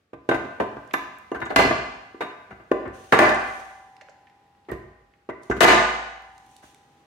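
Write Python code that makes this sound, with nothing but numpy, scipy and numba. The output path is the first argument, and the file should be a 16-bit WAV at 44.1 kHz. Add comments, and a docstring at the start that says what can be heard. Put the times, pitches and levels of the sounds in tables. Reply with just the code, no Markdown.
"""In a hard-walled workshop, heavy gears are worked out of a cast gearbox case on a steel bench.
Each knock chatters briefly and rings the case. Some knocks make a free gear chime, and hard ones
set the bench top humming for seconds. Short metal clicks and rubbing gloves sound over a low
room hum. A close stereo microphone picks it all up, and a limiter holds down the loudest blows."""
import sys
import numpy as np
from scipy import signal
from scipy.fft import rfft, irfft
from scipy.io import wavfile
from scipy.ndimage import uniform_filter1d, minimum_filter1d
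from numba import njit

SR = 44100
rng = np.random.default_rng(int(sys.argv[2]) if len(sys.argv) > 2 else 0)


def digitize_waveform(pressure):
    """Quantize a signal to 16-bit integers and store it at the path in sys.argv[1].

    Rows of a 2-D input are taken as channels; values are limited to [-1, 1].
    """
    field = np.atleast_2d(pressure).T
    bounded = np.clip(field, -1, 1)
    quanta = np.round(bounded * 32767).astype(np.int16)
    wavfile.write(sys.argv[1], SR, quanta)


N = 311331


def undb(db):
    """Turn decibels into a factor to multiply a sound by."""
    return 10 ** (np.asarray(db) / 20)


def value_at(hz, table):
    """Read between (frequency, value) points, giving each octave equal space."""
    points_hz, values = np.transpose(table)
    return np.interp(np.log(np.maximum(hz, 1)), np.log(points_hz), values)


def stereo_width(hz):
    """How far left and right differ: hardly at all in the bass, a lot in the treble."""
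    return 0.92 * np.clip(hz / 914.0, 0, 1) ** 1.1


def hiss(colour, size):
    """Stereo noise of average strength 1; colour says how strong each frequency is."""
    hz = np.fft.rfftfreq(size, 1 / SR)
    mid, side = rfft(rng.standard_normal((2, size)))
    stereo = mid + stereo_width(hz) * side * np.array([[1], [-1]])
    noise = irfft(undb(value_at(hz, colour)) * stereo, size)
    return noise / np.std(noise)


def convolve(x, echoes):
    """Add up delayed copies of x, one for each sample of echoes."""
    return signal.fftconvolve(x, echoes, axes=-1)[..., :x.shape[-1]]


def ring(modes, size):
    """One complex wave per mode (a natural tone of an object); it fades 60 dB in its ring time."""
    hz, db, ring_s = np.array(modes).T[:, :, None]
    t = np.arange(size) / SR
    return undb(db) * np.exp((2j * np.pi * hz - np.log(1000) / ring_s) * t)


def peak_rms(x):
    """The strength of the loudest 6 ms of a sound."""
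    return np.sqrt(uniform_filter1d(np.mean(x ** 2, axis=0), size=256).max())


@njit
def follow_peaks(x, release):
    """Track a level: jump up at once, sink slowly."""
    level, levels = 0., np.empty(len(x))
    for i in range(len(x)):
        level = max(x[i], level * release)
        levels[i] = level
    return levels


def workshop_hum():
    """A low, steady room hum, turned up and down on a set curve, as by a recorder's gain control."""
    # tone of the hum: (frequency [Hz], level [dB])
    colour = [(18, -62.5), (30, -15), (79, 5.5), (199, 2.5), (415, 1.5), (937, -9), (1010, -42),
              (1100, -5.5), (2680, -13.5), (10800, -30), (16000, -35.5)]
    # how far the hum is turned up or down: (time [s], gain [dB])
    gain_curve = [(0, -69.5), (.15, -73.5), (.4, -57), (4.5, -64.5), (5.2, -66.5), (7.06, -61)]
    gain_db = np.interp(np.arange(N) / SR, *np.transpose(gain_curve))
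    return undb(gain_db) * hiss(colour, N)


def room_echo(x, rise_s=0.0049):
    """Hard walls return dense echoes that build up quickly and fade at their own rate in each octave."""
    # how long the room rings: (frequency [Hz], time to fade 60 dB [s])
    fade_times = [(60, 1), (150, 0.74), (400, 0.6), (1000, 0.94), (3000, 0.87), (8000, 0.8), (15000, 0.073)]
    size = 2 * SR
    t, hz = np.arange(size) / SR, np.fft.rfftfreq(size, 1 / SR)
    noise, echoes = rfft(hiss([(20, 0), (20000, 0)], size)), 0
    for centre in 45 * 2. ** np.arange(9):
        octaves_away = np.log2(np.maximum(hz, 1) / centre)
        band = np.cos(np.pi / 2 * np.clip(octaves_away, -1, 1)) ** 2
        fade = np.exp(-np.log(1000) * t / value_at(centre, fade_times))
        echoes += irfft(noise * band, size) * fade
    echoes *= 1 - np.exp(-t / rise_s)
    return convolve(x.mean(axis=0)[None], echoes / np.sqrt(np.sum(echoes ** 2) / 2))


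def glove_rubs(edge_s=0.023, grain_db=1.0):
    """Glove fabric drags over steel in small slips, making a grainy hiss."""
    # strokes of a glove: (start [s], length [s], start level [dB], end level [dB])
    rubs = [(2.923, .7, -58, -56.5), (3.59, 0.4, -57, -77.5), (5.414, 0.1, -59.5, -70),
            (6.208, 0.406, -76, -63), (6.618, .14, -54.5, -69), (6.74, 0.3, -72, -78)]
    # tone of the rubbing: (frequency [Hz], level [dB])
    colour = [(1500, -13.5), (3000, -1), (5000, -9.5), (6300, -2), (7500, -10.5), (9200, -6),
              (11000, -15.5), (16000, -20.5)]
    t, gain = np.arange(N) / SR, 0
    for start, length, start_db, end_db in rubs:
        edges = np.clip(np.minimum(t - start, start + length - t) / edge_s, 0, 1)
        gain += edges * undb(np.interp(t, (start, start + length), (start_db, end_db)))
    slips = uniform_filter1d(rng.standard_normal(N), size=600) * np.sqrt(600)
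    return gain * undb(grain_db * slips) * hiss(colour, N)


def metal_clicks(fade_s=0.0015, right_louder_db=4.5):
    """Light ticks of parts and the sharp snap of a hard knock: short bursts of noise around a pitch."""
    # clicks: (time [s], level [dB], pitch [Hz], spread to either side [octaves])
    clicks = [(0.876, -61, 3920, 1.2), (0.91, -43.5, 2240, 0.37), (0.934, -46, 6600, 0.21),
              (0.935, -42, 11780, 0.16), (1.185, -57, 9970, 0.58), (1.453, -52.5, 6780, 0.18),
              (1.496, -53.5, 4090, 0.18), (2.879, -62.5, 5025, 0.87), (3.188, -41, 5950, 0.65),
              (3.346, -43, 6900, 0.43), (3.966, -54, 3000, .65), (4.011, -43.5, 1907, 0.37),
              (4.012, -56, 5400, .3), (4.014, -51, 580, .15), (4.085, -49.5, 580, .15),
              (4.086, -46.5, 1605, 0.71), (4.095, -60, 5760, .3), (4.270, -55.5, 2130, .3),
              (4.298, -61, 2250, 0.75), (4.55, -65, 1464, .6), (4.65, -67.5, 2870, .4),
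              (4.692, -39, 1890, 0.058), (4.715, -48, 10080, 0.88), (5.137, -59, 1894, 0.38),
              (5.295, -41, 1966, 0.086), (5.433, -55.5, 6180, 0.54), (5.502, -48.5, 6250, .15),
              (6.222, -67, 7840, 0.95), (6.38, -54, 4500, 0.9), (6.464, -63, 4530, 1.2),
              (6.513, -63, 7700, .3), (6.565, -49.5, 5000, 0.81), (6.746, -53, 3970, 1.1)]
    size = 2048
    t, out = np.arange(size) / SR, np.zeros((2, N + size))
    sides_db = np.array([[-.5], [.5]]) * right_louder_db
    for start, db, hz, octaves in clicks:
        band_hz = (hz / 2 ** octaves, min(hz * 2 ** octaves, .45 * SR))
        band = signal.butter(2, band_hz, "bandpass", fs=SR, output="sos")
        noise = rng.standard_normal((2, size))
        fade = np.exp(-t * octaves ** 1.2 / fade_s)  # purer clicks last longer
        click = signal.sosfilt(band, (noise + noise[::-1] / 2) * fade)
        i = int(start * SR)
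        out[:, i:i + size] += undb(db + sides_db) * click / peak_rms(click)
    return out[:, :N]


def bench_ring():
    """The bench top takes each shock through the feet of the case and rings on."""
    # blows that shake the bench: (time [s], level [dB], extra for the lowest tone [dB])
    shocks = [(.29, -27, 0), (.94, -30.5, 1), (1.56, -15, -0.5), (2.71, -19, -0.5), (3.19, -5, -6),
              (4.7, -42.5, -15.5), (5.61, -5, 5)]
    # natural tones of the bench top: (pitch [Hz])
    pitches = [55, 767, 811, 897, 1007, 1170, 1470, 1920]
    # how each of those tones rings: (level [dB], ring time [s])
    ringing = [(-28, 1.2), (-23.5, 1.94), (-43.5, 6.5), (-46, 4), (-44, 3.7), (-38, 1.5), (-42.5, 1.1),
               (-57, 4.8)]
    tones, out = ring(np.column_stack([pitches, ringing]), N), np.zeros((2, N))
    width = stereo_width(np.array(pitches))
    for start, db, low_db in shocks:
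        phase = width * rng.standard_normal(len(pitches)) / 2
        weights = np.exp(1j * np.outer([1, -1], phase))  # left and right are a little out of step
        weights[:, 0] *= undb(low_db)
        i = int(start * SR)
        out[:, i:] += undb(db) * (weights @ tones[:, :N - i]).imag
    return out


def gear_chimes():
    """The free gear is struck and chimes with a few clear tones."""
    # natural tones of the gear: (pitch [Hz], relative level [dB], ring time [s])
    modes = [(3770, 2, 0.27), (2070, -3.5, .12), (5700, -19, .1)]
    # blows that land on the gear: (time [s], level [dB])
    blows = [(.289, -42.5), (.599, -55.5), (.937, -49), (1.415, -48.5), (1.559, -45), (2.208, -43.5),
             (3.122, -34), (3.187, -37.5), (3.291, -43), (5.5, -58.5), (5.606, -28)]
    size = 16384
    wave, out = ring(modes, size).sum(axis=0), np.zeros((2, N + size))
    chime = np.array([wave.imag, wave.real])  # left and right are a quarter wave apart
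    for start, db in blows:
        i = int(start * SR)
        out[:, i:i + size] += undb(db) * chime / peak_rms(chime)
    return out[:, :N]


def case_knocks(scatter_db=1.5, pan_scatter_db=2, clatter_db=18.0, first_touch=1.67, rise_s=0.00087):
    """Each blow lands on a new spot of the gearbox case, so it wakes a new mix of the case's tones."""
    # blows: (time [s], body level [dB], bench thud [dB], metal clank [dB], bright snap [dB], chatter [s])
    # thud, clank and snap are counted from the body level
    blows = [(0.131, -35.5, -12.5, -14.5, -31, 0.0076), (0.289, -13.5, -35, -8, -24.5, 0.0076),
             (0.311, -19.5, -41, -5, -27.5, 0.019), (0.342, -28, -6, -4.5, -18, 0.012),
             (0.445, -35.5, -40, -13, -31, 0.011), (0.599, -18.5, -25, -8.5, -29.5, 0.018),
             (0.767, -36.5, -10.5, -6.5, -26.5, 0.0029), (0.937, -24.5, -19, 3, -9.5, .004),
             (1.316, -21.5, -50, -15, -29, 0.001), (1.344, -37, -7, 2.5, -18.5, 0.017),
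             (1.402, -34, -25.5, -20.5, -19.5, 0.0041), (1.415, -35, -1, 6, -20.5, 0.013),
             (1.457, -39.5, -4.5, 4.5, -14.5, 0.0087), (1.502, -27, -24, -5.5, -24.5, 0.028),
             (1.56, -11.5, -12, 4.5, -1.5, 0.0049), (1.589, -9, -26.5, -7, -19, 0.015),
             (1.649, -20, -6, -13.5, -32.5, 0.0057), (1.708, -18.5, -21.5, -5.5, -29.5, 0.0078),
             (2.144, -36.5, -33.5, -25.5, -39, 0.0037), (2.206, -26, -39.5, -4.5, -20, 0.019),
             (2.218, -32.5, -19, -1, -26.5, 0.0071), (2.505, -45.5, -0.5, 1, -20.5, 0.016),
             (2.597, -49.5, -22, -4, -33, 0.011), (2.714, -11, -40.5, -14.5, -33, 0.0042),
             (2.852, -40.5, 3, -0.5, -33.5, 0.023), (3.123, -10.5, -22, 1, -15, 0.014),
             (3.189, -5.5, -27, -0.5, -13.5, 0.011), (3.223, -37, -24.5, -2.5, -13.5, 0.0037),
             (3.29, -21.5, -35.5, -8, -15, 0.006), (3.47, -47, -4, -1, -6, 0.016),
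             (4.685, -34, -15, -11.5, -29, 0.025), (4.715, -28, -4, -14.5, -29, 0.016),
             (5.289, -26, -42.5, -27.5, -35, 0.004), (5.294, -41, -1, -1, -19.5, 0.0077),
             (5.498, -18.5, -7.5, -31, -31, 0.0043), (5.51, -32, -15, 7, -17, 0.0092),
             (5.563, -39.5, 3.5, -9.5, -12, 0.015), (5.606, -2, -35.5, -0.5, -8, 0.016),
             (5.625, -7.5, -44, -8, -7.5, 0.021), (5.649, -3, -37, 1.5, -16, 0.0072),
             (5.703, -41, -24.5, -0.5, -9, 0.0065), (6.625, -56, 2.5, 1.5, -16, 0.02)]
    # natural tones of the case: (pitch [Hz], relative level [dB], ring time [s])
    modes = [(64, -18, 0.23), (131.4, -9, 0.13), (215, -23.5, 0.037), (282.3, -7, 0.22), (370.6, 16, 0.026),
             (367, -5.5, 0.024), (465, -14.5, 0.29), (621.5, -8, 0.28), (666.4, 6, 0.045),
             (789.6, -6, 0.092), (1017, 0, 0.14), (1184, 0, 0.076), (1194, -6.5, 0.2), (1463.5, 4.5, 0.072),
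             (1560.3, 7.5, 0.07), (1734, 9, 0.033), (2030, -7.5, 0.27), (2440, -13.5, 0.063),
             (2774, 1, 0.043), (2890, -7, 0.046), (4382, -47.5, .08), (5600, -38, .06), (6470, -19, 0.11)]
    # a crowd of weaker tones, heard as noisy clatter: (frequency [Hz], level [dB])
    clatter = [(50, -10), (200, -8), (600, 1), (1500, -4), (2200, -5.5), (3000, -7.5), (5000, -19.5),
               (8000, -25), (12000, -28.5), (16000, -37)]
    # ranges of thud, body, low clank, clank, snap and top snap: (low edge [Hz], high edge [Hz])
    bands = [(45, 180), (180, 750), (750, 1350), (1350, 2300), (2300, 5200), (5200, 16000)]
    leans = (.1, .25, .26, .98, .25, .77)  # how much each band leans to one side; the bass leans least
    size = 16384
    t, out = np.arange(size) / SR, np.zeros((2, N + size))
    width = stereo_width(np.array(modes)[:, 0])
    filters = [signal.butter(2, band, "bandpass", fs=SR, output="sos") for band in bands]
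    for start, db, thud, clank, snap, chatter_s in blows:
        share, phase, detune = rng.standard_normal((3, len(modes)))
        pan_db = pan_scatter_db * rng.standard_normal() * np.array([[1], [-1]])
        # hands and parts press on the case differently each time, so its pitches shift a little
        shifted = np.array(modes)
        shifted[:, 0] *= 1 + 0.006 * detune
        weights = undb(scatter_db * share) * np.exp(1j * np.outer([1, -1], width * phase))
        ringing = (weights @ ring(shifted, size)).imag
        # the contact skips: a first touch, then quick rebounds that die away
        fade = np.exp(-t / np.clip(chatter_s, .001, .018))
        touches = rng.standard_normal(size) * fade * (rng.random(size) < .01)
        touches[0] = first_touch
        knock = convolve(ringing, touches[None]) + undb(clatter_db) * hiss(clatter, size) * fade
        # a lighter blow pushes longer, so it starts more softly
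        knock *= 1 - np.exp(-t / (rise_s * undb(-.3 * db)))
        levels_db = (thud, 0, clank - 1.5, clank, snap, snap - 3)
        i = int(start * SR)
        for k, band in enumerate(filters):
            # flip every other band so that neighbours do not cancel where they meet
            part = (-1) ** k * signal.sosfilt(band, knock)
            out[:, i:i + size] += undb(db + levels_db[k] + leans[k] * pan_db) * part / peak_rms(part)
    return out[:, :N]


def scene(echo_db=-5.5):
    """The sounds of the work and their echo, with the ringing bench and the workshop hum."""
    work = case_knocks() + gear_chimes() + metal_clicks() + glove_rubs()
    return work + bench_ring() + undb(echo_db) * room_echo(work) + workshop_hum()


def record(dry, bass_hz=46., top_hz=16000, limit_db=-1.5, ratio=12.0, release_s=0.021):
    """The microphone drops the deep bass, a limiter turns the peaks down, and the top treble is cut."""
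    bass_cut = signal.butter(4, bass_hz, "highpass", fs=SR, output="sos")
    top_cut = signal.ellip(10, .2, 90, top_hz, fs=SR, output="sos")
    sound = signal.sosfilt(bass_cut, dry)
    peak = follow_peaks(np.abs(sound).max(axis=0), np.exp(-1 / (release_s * SR)))
    gain = np.minimum(1, undb(limit_db) / peak) ** (1 - 1 / ratio)
    gain = uniform_filter1d(minimum_filter1d(gain, size=64), size=32)  # ease down just before a peak
    return signal.sosfilt(top_cut, sound * gain)


dry = scene()
out = record(dry)
digitize_waveform(out)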